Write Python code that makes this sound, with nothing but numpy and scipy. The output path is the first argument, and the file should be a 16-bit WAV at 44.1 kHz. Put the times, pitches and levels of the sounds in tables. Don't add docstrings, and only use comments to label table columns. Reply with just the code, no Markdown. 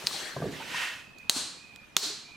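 import sys
import numpy as np
from scipy import signal
from scipy.fft import irfft
from scipy.io import wavfile
from scipy.ndimage import uniform_filter1d, minimum_filter1d

SR = 44100
rng = np.random.default_rng(int(sys.argv[2]) if len(sys.argv) > 2 else 0)


def gain_from_db(level_db):
    decades = np.asarray(level_db, float) / 20
    return 10 ** decades


def output_pcm(signal):
    pcm = np.clip(np.atleast_2d(signal).T, -1, 1) * 32767
    wavfile.write(sys.argv[1], SR, np.round(pcm).astype(np.int16))


N = 104296

# pitch_hz, density_db_per_hz
HUSH = [(15, -50), (50, -14), (100, -18.5), (195, -12), (309, -20.5), (2160, -25), (2480, -35),
        (2760, -25.5), (14400, -47), (16000, -52)]
HUSH_DB = -56
# time_s, level_db
SLEEVE = [(0, -45), (.075, -46), (.1, -45.5), (.21, -45.5), (.3, -47.5), (.37, -51), (.5, -52),
          (.525, -48.5), (.72, -49.5)]
# pitch_hz, density_db_per_hz
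CLOTH = [(180, -28), (300, 3), (366, -0.5), (1100, -5), (1810, -2.5), (2400, -3), (4230, -6), (7820, -12),
         (16000, -24.5)]
# pitch_hz, width_hz, gain, start_s, end_s
FOLDS = [
    (1780, 300, 1.5, 0.18, 0.342),
    (1620, 170, 1.7, 0.314, .5),
    (3330, 230, 1.3, 0.07, 0.327),
    (4300, 200, 1.8, .08, .36),
    (8400, 1060, 1.2, 0.074, 0.297),
    (2720, 1050, 0.83, 0.523, 0.75),
]
FOLD_EASE_S = 0.02
# time_s, level_db
SWIPE = [(0.62, -78), (0.674, -54.5), (0.766, -42), (0.838, -42), (1.0, -56.5)]
# pitch_hz, density_db_per_hz
SKIN = [(180, -25), (300, -23), (1140, -12), (1480, -10.5), (1690, -5.5), (1840, -12.5), (2140, -6),
        (8790, -23), (16000, -37.5)]
# pitch_hz, width_hz, level_db
WALL = [(990, 75, -17), (1460, 77, -11), (1862, 82, -4), (1996, 92, -11.5), (2700, 130, -6.5),
        (2960, 230, -7)]
# start_s, level_db, patch_hz, patch_db, patch_t60_s
KNOCKS = [(0.039, -37, 150.4, -2.5, 0.17), (0.111, -38.5, 1100, 25, 0.0058), (.145, -51, 800, 21.5, 0.025),
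          (0.3644, -27, 563, 1.5, 0.031), (.367, -36, 1036, 8, .03), (.372, -35, 141, 6.5, 0.092),
          (0.386, -32.5, 300, -2.5, 0.046), (0.402, -33, 490, 0, 0.034), (0.415, -34.5, 180, 3.5, 0.062),
          (0.421, -24.5, 630, 6.5, 0.013), (.424, -42, 1170, 12, .03), (.428, -30, 165, 2, .08),
          (.441, -31, 470, 8, 0.038), (.454, -30, 620, 2, 0.028), (.458, -29.5, 390, 4, 0.082),
          (.467, -30.5, 170, 9, 0.028), (.485, -34, 276, 7.5, 0.092), (0.504, -37.5, 337, 1, 0.053),
          (0.527, -41.5, 200, 3, 0.067), (0.6, -45, 800, 13, 0.023), (.603, -46, 880, 13, .044),
          (.612, -50, 887, 15, .044), (.624, -52, 1000, 14, .03), (.622, -46.5, 1460, 13, 0.044),
          (0.744, -43.5, 990, 15.5, 0.061), (1.295, -49.5, 650, 22.5, 0.038), (1.363, -44, 279, 18, 0.031),
          (1.97, -42, 402, 6, 0.12), (2.03, -47, 400, 8, 0.1), (2.06, -48, 308, 10, 0.13),
          (2.1, -50, 420, 10, .09)]
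# pitch_hz, level_db, t60_s
PLATE = [(79.5, -3, 0.11), (127.5, -5, 0.059), (159.4, -4.5, 0.055), (247.3, -7.5, 0.089),
         (390, -5.5, 0.07), (478, -12.5, 0.056), (620, -1, 0.015), (182, -6, .08), (1100, -14, 0.02),
         (1618, -15, .03)]
MOST_CYCLES = 40
# pitch_hz, t60_s
HALL_T60 = [(200, 0.82), (600, 0.38), (1400, 0.68), (4000, 0.63), (10000, 0.47), (16000, 0.25)]
# pitch_hz, density_db_per_hz
HALL_COLOUR = [(100, -12), (300, -5.5), (1000, -2.5), (2000, -8), (4200, -3), (8700, -11), (12500, -16.5),
               (16000, -12.5)]
EARLY_DB, EARLY_T60_S, HALL_SIDE_DB = -1, 0.091, -8.5
BUILD_S = 0.044
# start_s, level_db, lever_hz, contact_hz, shell_db
TICKS = [(0.0652, -32.5, 5900, 6400, -30), (0.0656, -27, 5000, 8800, -22), (0.07, -8, 4770, 4150, -16),
         (0.0707, -21, 6500, 8950, -12), (0.072, -23, 4600, 3700, -13), (0.074, -25, 2510, 3080, -20),
         (1.1840, -43, 4200, 6360, -6), (1.1865, -41, 4600, 6700, -4), (1.295, -56, 2500, 2600, -25),
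         (1.2964, -5.5, 4140, 3000, -7), (1.2961, -10, 3960, 2640, -4.5), (1.2969, -18.5, 2030, 10500, 0),
         (1.2971, -14, 6610, 6550, -3), (1.2977, -10.5, 3900, 8600, -17), (1.2993, -24, 4200, 6600, -21),
         (1.3043, -24, 4200, 7000, -14), (1.7602, -39.5, 3840, 7760, -7), (1.7610, -37, 3230, 5170, -11),
         (1.7614, -41, 1870, 8000, -5), (1.966, -10, 4330, 5500, -10), (1.9665, -10, 3600, 2900, -18),
         (1.9674, -18, 1400, 5500, -11), (1.9674, -7.5, 3750, 6400, -3), (1.968, -12.5, 3500, 6700, -6),
         (1.971, -37, 3700, 6800, -15), (1.9792, -34, 4000, 6800, -14)]
LEVER_T60_S, CONTACT_T60_S, CONTACT_DB, TICK_PAN_DB = 0.0063, 0.0032, 2, 1.8
# pitch_hz, level_db, t60_s
SHELL = [(1400, -15.5, 0.0083), (2390, -10.5, 0.0014), (5500, 7, 0.00084), (7100, -31, 0.0011),
         (9080, 0.5, 0.0027), (10900, -4.5, 0.004), (13300, -3, 0.0026)]
# start_s, level_db, cap_hz, cap_gain, tilt_db_per_octave
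SNAPS = [
    (0.069, 1, 8500, 0.88, 1.1),
    (1.187, -32.5, 6500, 0.68, 6),
    (1.297, 7, 8330, 4.3, -0.07),
    (1.762, -48, 7940, .5, 13),
    (1.968, 6.5, 6800, 1.7, 1.53),
]
CAP_WIDTH_HZ, BASE_HZ, BASE_WIDTH_HZ, BASE_GAIN = 2040, 4200, 320, 2.46
# time_s, pitch_hz, level_db
WHINE = [(0.98, 2490, -54), (1.08, 2585, -57), (1.159, 2545, -58.5), (1.2, 2494, -50.5), (1.295, 2510, -55),
         (1.42, 2440, -71), (1.55, 2390, -65), (1.58, 2410, -58.5), (1.63, 2490, -54.5), (1.84, 2444, -55),
         (1.865, 2440, -63), (1.96, 2440, -63), (2.05, 2430, -74), (2.22, 2380, -74), (2.27, 2380, -57),
         (2.32, 2436, -53.5), (2.37, 2420, -54)]
WHINE_WIDTH_HZ, WHINE_PAN_DB = 67, -6.5
STEADY = 0.8
# time_s, left_minus_right_db
HAND = [(0, -1), (.05, 1.5), (.27, 3.5), (.43, -1), (.58, -2.5), (.8, -2), (1.1, -2.5), (1.3, -0.5),
        (1.4, 1), (1.75, -7), (2, 0), (2.36, -3)]
BASS_CUT_HZ = 121
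NOTCH_HZ, NOTCH_WIDTH_HZ, NOTCH_DEPTH = 9380, 250, 0.7
LIMIT_DB, SQUEEZE, ATTACK_S, HOLD_S, RELEASE_DB_PER_S = -26, 0.74, 0.0064, 0.037, 389


def evened(x):
    return x / np.sqrt(np.mean(x ** 2) + 1e-20)


def read(points, hz):
    f, value = np.transpose(points)
    return np.interp(np.log(hz + 1), np.log(f + 1), value)


def follow(curve, column=1, fade_db_per_s=150):
    t, c = np.arange(N) / SR, np.array(curve)
    outside_s = np.maximum(c[0, 0] - t, 0) + np.maximum(t - c[-1, 0], 0)
    return gain_from_db(np.interp(t, c[:, 0], c[:, column]) - fade_db_per_s * outside_s)


def add(mix, s, sound):
    part = mix[:, round(s * SR):][:, :sound.shape[1]]
    part += sound[:, :part.shape[1]]


def panned(x, pan_db):
    return x * gain_from_db(np.array([[0.5], [-0.5]]) * pan_db)


def ring(modes, length_s, spread=0.0, soft_s=0.0001):
    t = np.arange(0, length_s, 1 / SR)
    out = np.zeros(len(t))
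    for hz, db, t60 in modes:
        level_turn, phase_turn = rng.uniform(-1, 1, 2)
        decay = gain_from_db(db + 4.8 * spread * level_turn - 60 * t / t60)
        out += decay * np.sin(2 * np.pi * hz * t + 3 * spread * phase_turn)
    return out * (1 - np.exp(-t / soft_s))


def resonate(x, hz, width):
    turn = np.exp(2j * np.pi * np.cumsum(hz * np.ones(N)) / SR)
    r = np.exp(-np.pi * width / SR)
    return 2 * (turn * signal.lfilter([1 - r], [1, -r], x / turn)).real


def noise(colour, side_db, patchy_db):
    hz = np.fft.rfftfreq(512, 1 / SR)
    a, b, c, d, patches = rng.standard_normal((N // 128 + 5, 257, 5)).T
    patches = uniform_filter1d(patches, size=5, axis=0)
    patches = evened(uniform_filter1d(patches, size=8, axis=1))
    mid, side = a + 1j * b, gain_from_db(side_db) * (c + 1j * d)
    z = np.array([mid + side, mid - side]) * gain_from_db(read(colour, hz)[:, None] + patchy_db * patches)
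    return evened(signal.istft(z, nperseg=512, noverlap=384)[1][:, :N])


def room_hush():
    return gain_from_db(HUSH_DB) * noise(HUSH, side_db=-3, patchy_db=2.5)


def rubbing():
    t = np.arange(N) / SR
    cloth = noise(CLOTH, side_db=-7.5, patchy_db=2.0)
    folds = 0
    for hz, width, gain, start, end in FOLDS:
        tightness = np.clip(np.minimum(t - start, end - t) / FOLD_EASE_S + 0.5, 0, 1)
        folds = folds + gain * tightness * resonate(cloth, hz, width)

    skin = noise(SKIN, side_db=-10.0, patchy_db=0.6)
    catches = rng.random(N) < 6000 / SR
    strength = gain_from_db(1.5 * np.minimum(rng.exponential(1, N), 3))
    mid, side = rng.standard_normal((2, N)) * strength * catches
    slips = mid + gain_from_db(-10) * side * np.array([[1], [-1]])
    rung = 0
    for hz, width, db in WALL:
        patch = resonate(resonate(slips, hz, width), hz, 2 * width)
        rung = rung + gain_from_db(db) * evened(patch)
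    return follow(SLEEVE) * gain_from_db(3.5) * (cloth + folds) + follow(SWIPE) * gain_from_db(8.0) * (skin + rung)


def hall(x):
    taps = np.zeros((2, SR))
    at = np.arange(160, SR - 10, 10)
    at = at + rng.integers(0, 10, (2, len(at)))
    np.put_along_axis(taps, at, rng.choice([-1., 1.], at.shape), axis=1)
    hz, t, z = signal.stft(taps, SR, nperseg=128)
    late = gain_from_db(-60 * t / read(HALL_T60, hz)[:, None]) * (1 - np.exp(-t / BUILD_S))
    early = gain_from_db(EARLY_DB - 60 * t / EARLY_T60_S)
    mid, side = signal.istft(z * (late + early), SR, nperseg=128)[1]
    side = side * gain_from_db(HALL_SIDE_DB)
    echoes = np.array([mid + side, mid - side]) / np.linalg.norm(mid)
    return signal.fftconvolve(x[None], echoes, axes=1)


def knocks():
    out = np.zeros((2, N))
    for s, db, hz, patch_db, t60 in KNOCKS:
        patch = (hz, patch_db, min(t60, MOST_CYCLES / hz))
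        blow = ring(PLATE + [patch], 0.33, spread=0.33, soft_s=0.00094)
        add(out, s, gain_from_db(db) * blow[None])
    return out + gain_from_db(-11.5) * hall(out[0])[:, :N]


def switch():
    out = np.zeros((2, N))
    for s, db, lever_hz, contact_hz, shell_db in TICKS:
        tick = ring([(lever_hz, 0, LEVER_T60_S), (contact_hz, CONTACT_DB, CONTACT_T60_S)], 0.02)
        tick = tick + gain_from_db(shell_db) * ring(SHELL, 0.02, spread=0.3)
        pan_db = TICK_PAN_DB + 5.9 * rng.uniform(-1.1, 1)
        add(out, s, panned(gain_from_db(db) * tick, pan_db))

    hz, middle_s = np.fft.rfftfreq(256, 1 / SR), 128 / SR
    for s, db, cap_hz, cap_gain, tilt_db in SNAPS:
        cap = cap_gain / (1 + ((hz - cap_hz) / CAP_WIDTH_HZ) ** 2)
        base = BASE_GAIN / (1 + ((hz - BASE_HZ) / BASE_WIDTH_HZ) ** 2)
        tilt = tilt_db * np.log2((hz + 1) / BASE_HZ)
        colour = (1 + cap + base) * gain_from_db(read(HALL_COLOUR, hz) + tilt)
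        click = np.fft.fftshift(irfft(colour)) / np.sqrt(np.mean(colour ** 2))
        add(out, s - middle_s, gain_from_db(db) * hall(click))
    return out


def motor():
    s, hz, _ = np.transpose(WHINE)
    hz = np.interp(np.arange(N) / SR, s, hz)
    x = noise([(100, 0), (16000, 0)], side_db=-10, patchy_db=1.5)
    pair = resonate(x, hz - 55, WHINE_WIDTH_HZ) - resonate(x, hz + 55, WHINE_WIDTH_HZ)
    tone = resonate(pair, hz, 3 * WHINE_WIDTH_HZ)
    wander = abs(uniform_filter1d((tone ** 2).mean(0), size=900)) + 1e-12
    return follow(WHINE, column=2) * evened(tone / wander ** (STEADY / 2))


def scene():
    bass_cut = signal.butter(3, BASS_CUT_HZ, "high", fs=SR, output="sos")
    blows = signal.sosfilt(bass_cut, knocks() + switch())
    lean_db = np.interp(np.arange(N) / SR, *np.transpose(HAND))
    return room_hush() + panned(rubbing() + blows, lean_db) + panned(motor(), WHINE_PAN_DB)


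def band_limit(x):
    return signal.sosfilt(signal.butter(12, 15700, fs=SR, output="sos"), x)


def record(dry):
    x = dry - NOTCH_DEPTH * resonate(dry, NOTCH_HZ, NOTCH_WIDTH_HZ)
    power = abs(uniform_filter1d((x ** 2).mean(0), size=221))
    over_db = np.maximum(10 * np.log10(power + 1e-12) - LIMIT_DB, 0)
    hold, attack = round(HOLD_S * SR / 2), round(ATTACK_S * SR)
    held_db = np.roll(-minimum_filter1d(-over_db, size=2 * hold + 1), hold + attack)
    release_db = np.arange(N) * RELEASE_DB_PER_S / SR
    cut_db = np.maximum.accumulate(held_db + release_db) - release_db
    cut_db = uniform_filter1d(cut_db, size=attack)
    return band_limit(x * gain_from_db(-SQUEEZE * cut_db))


dry = scene()
out = record(dry)
output_pcm(out)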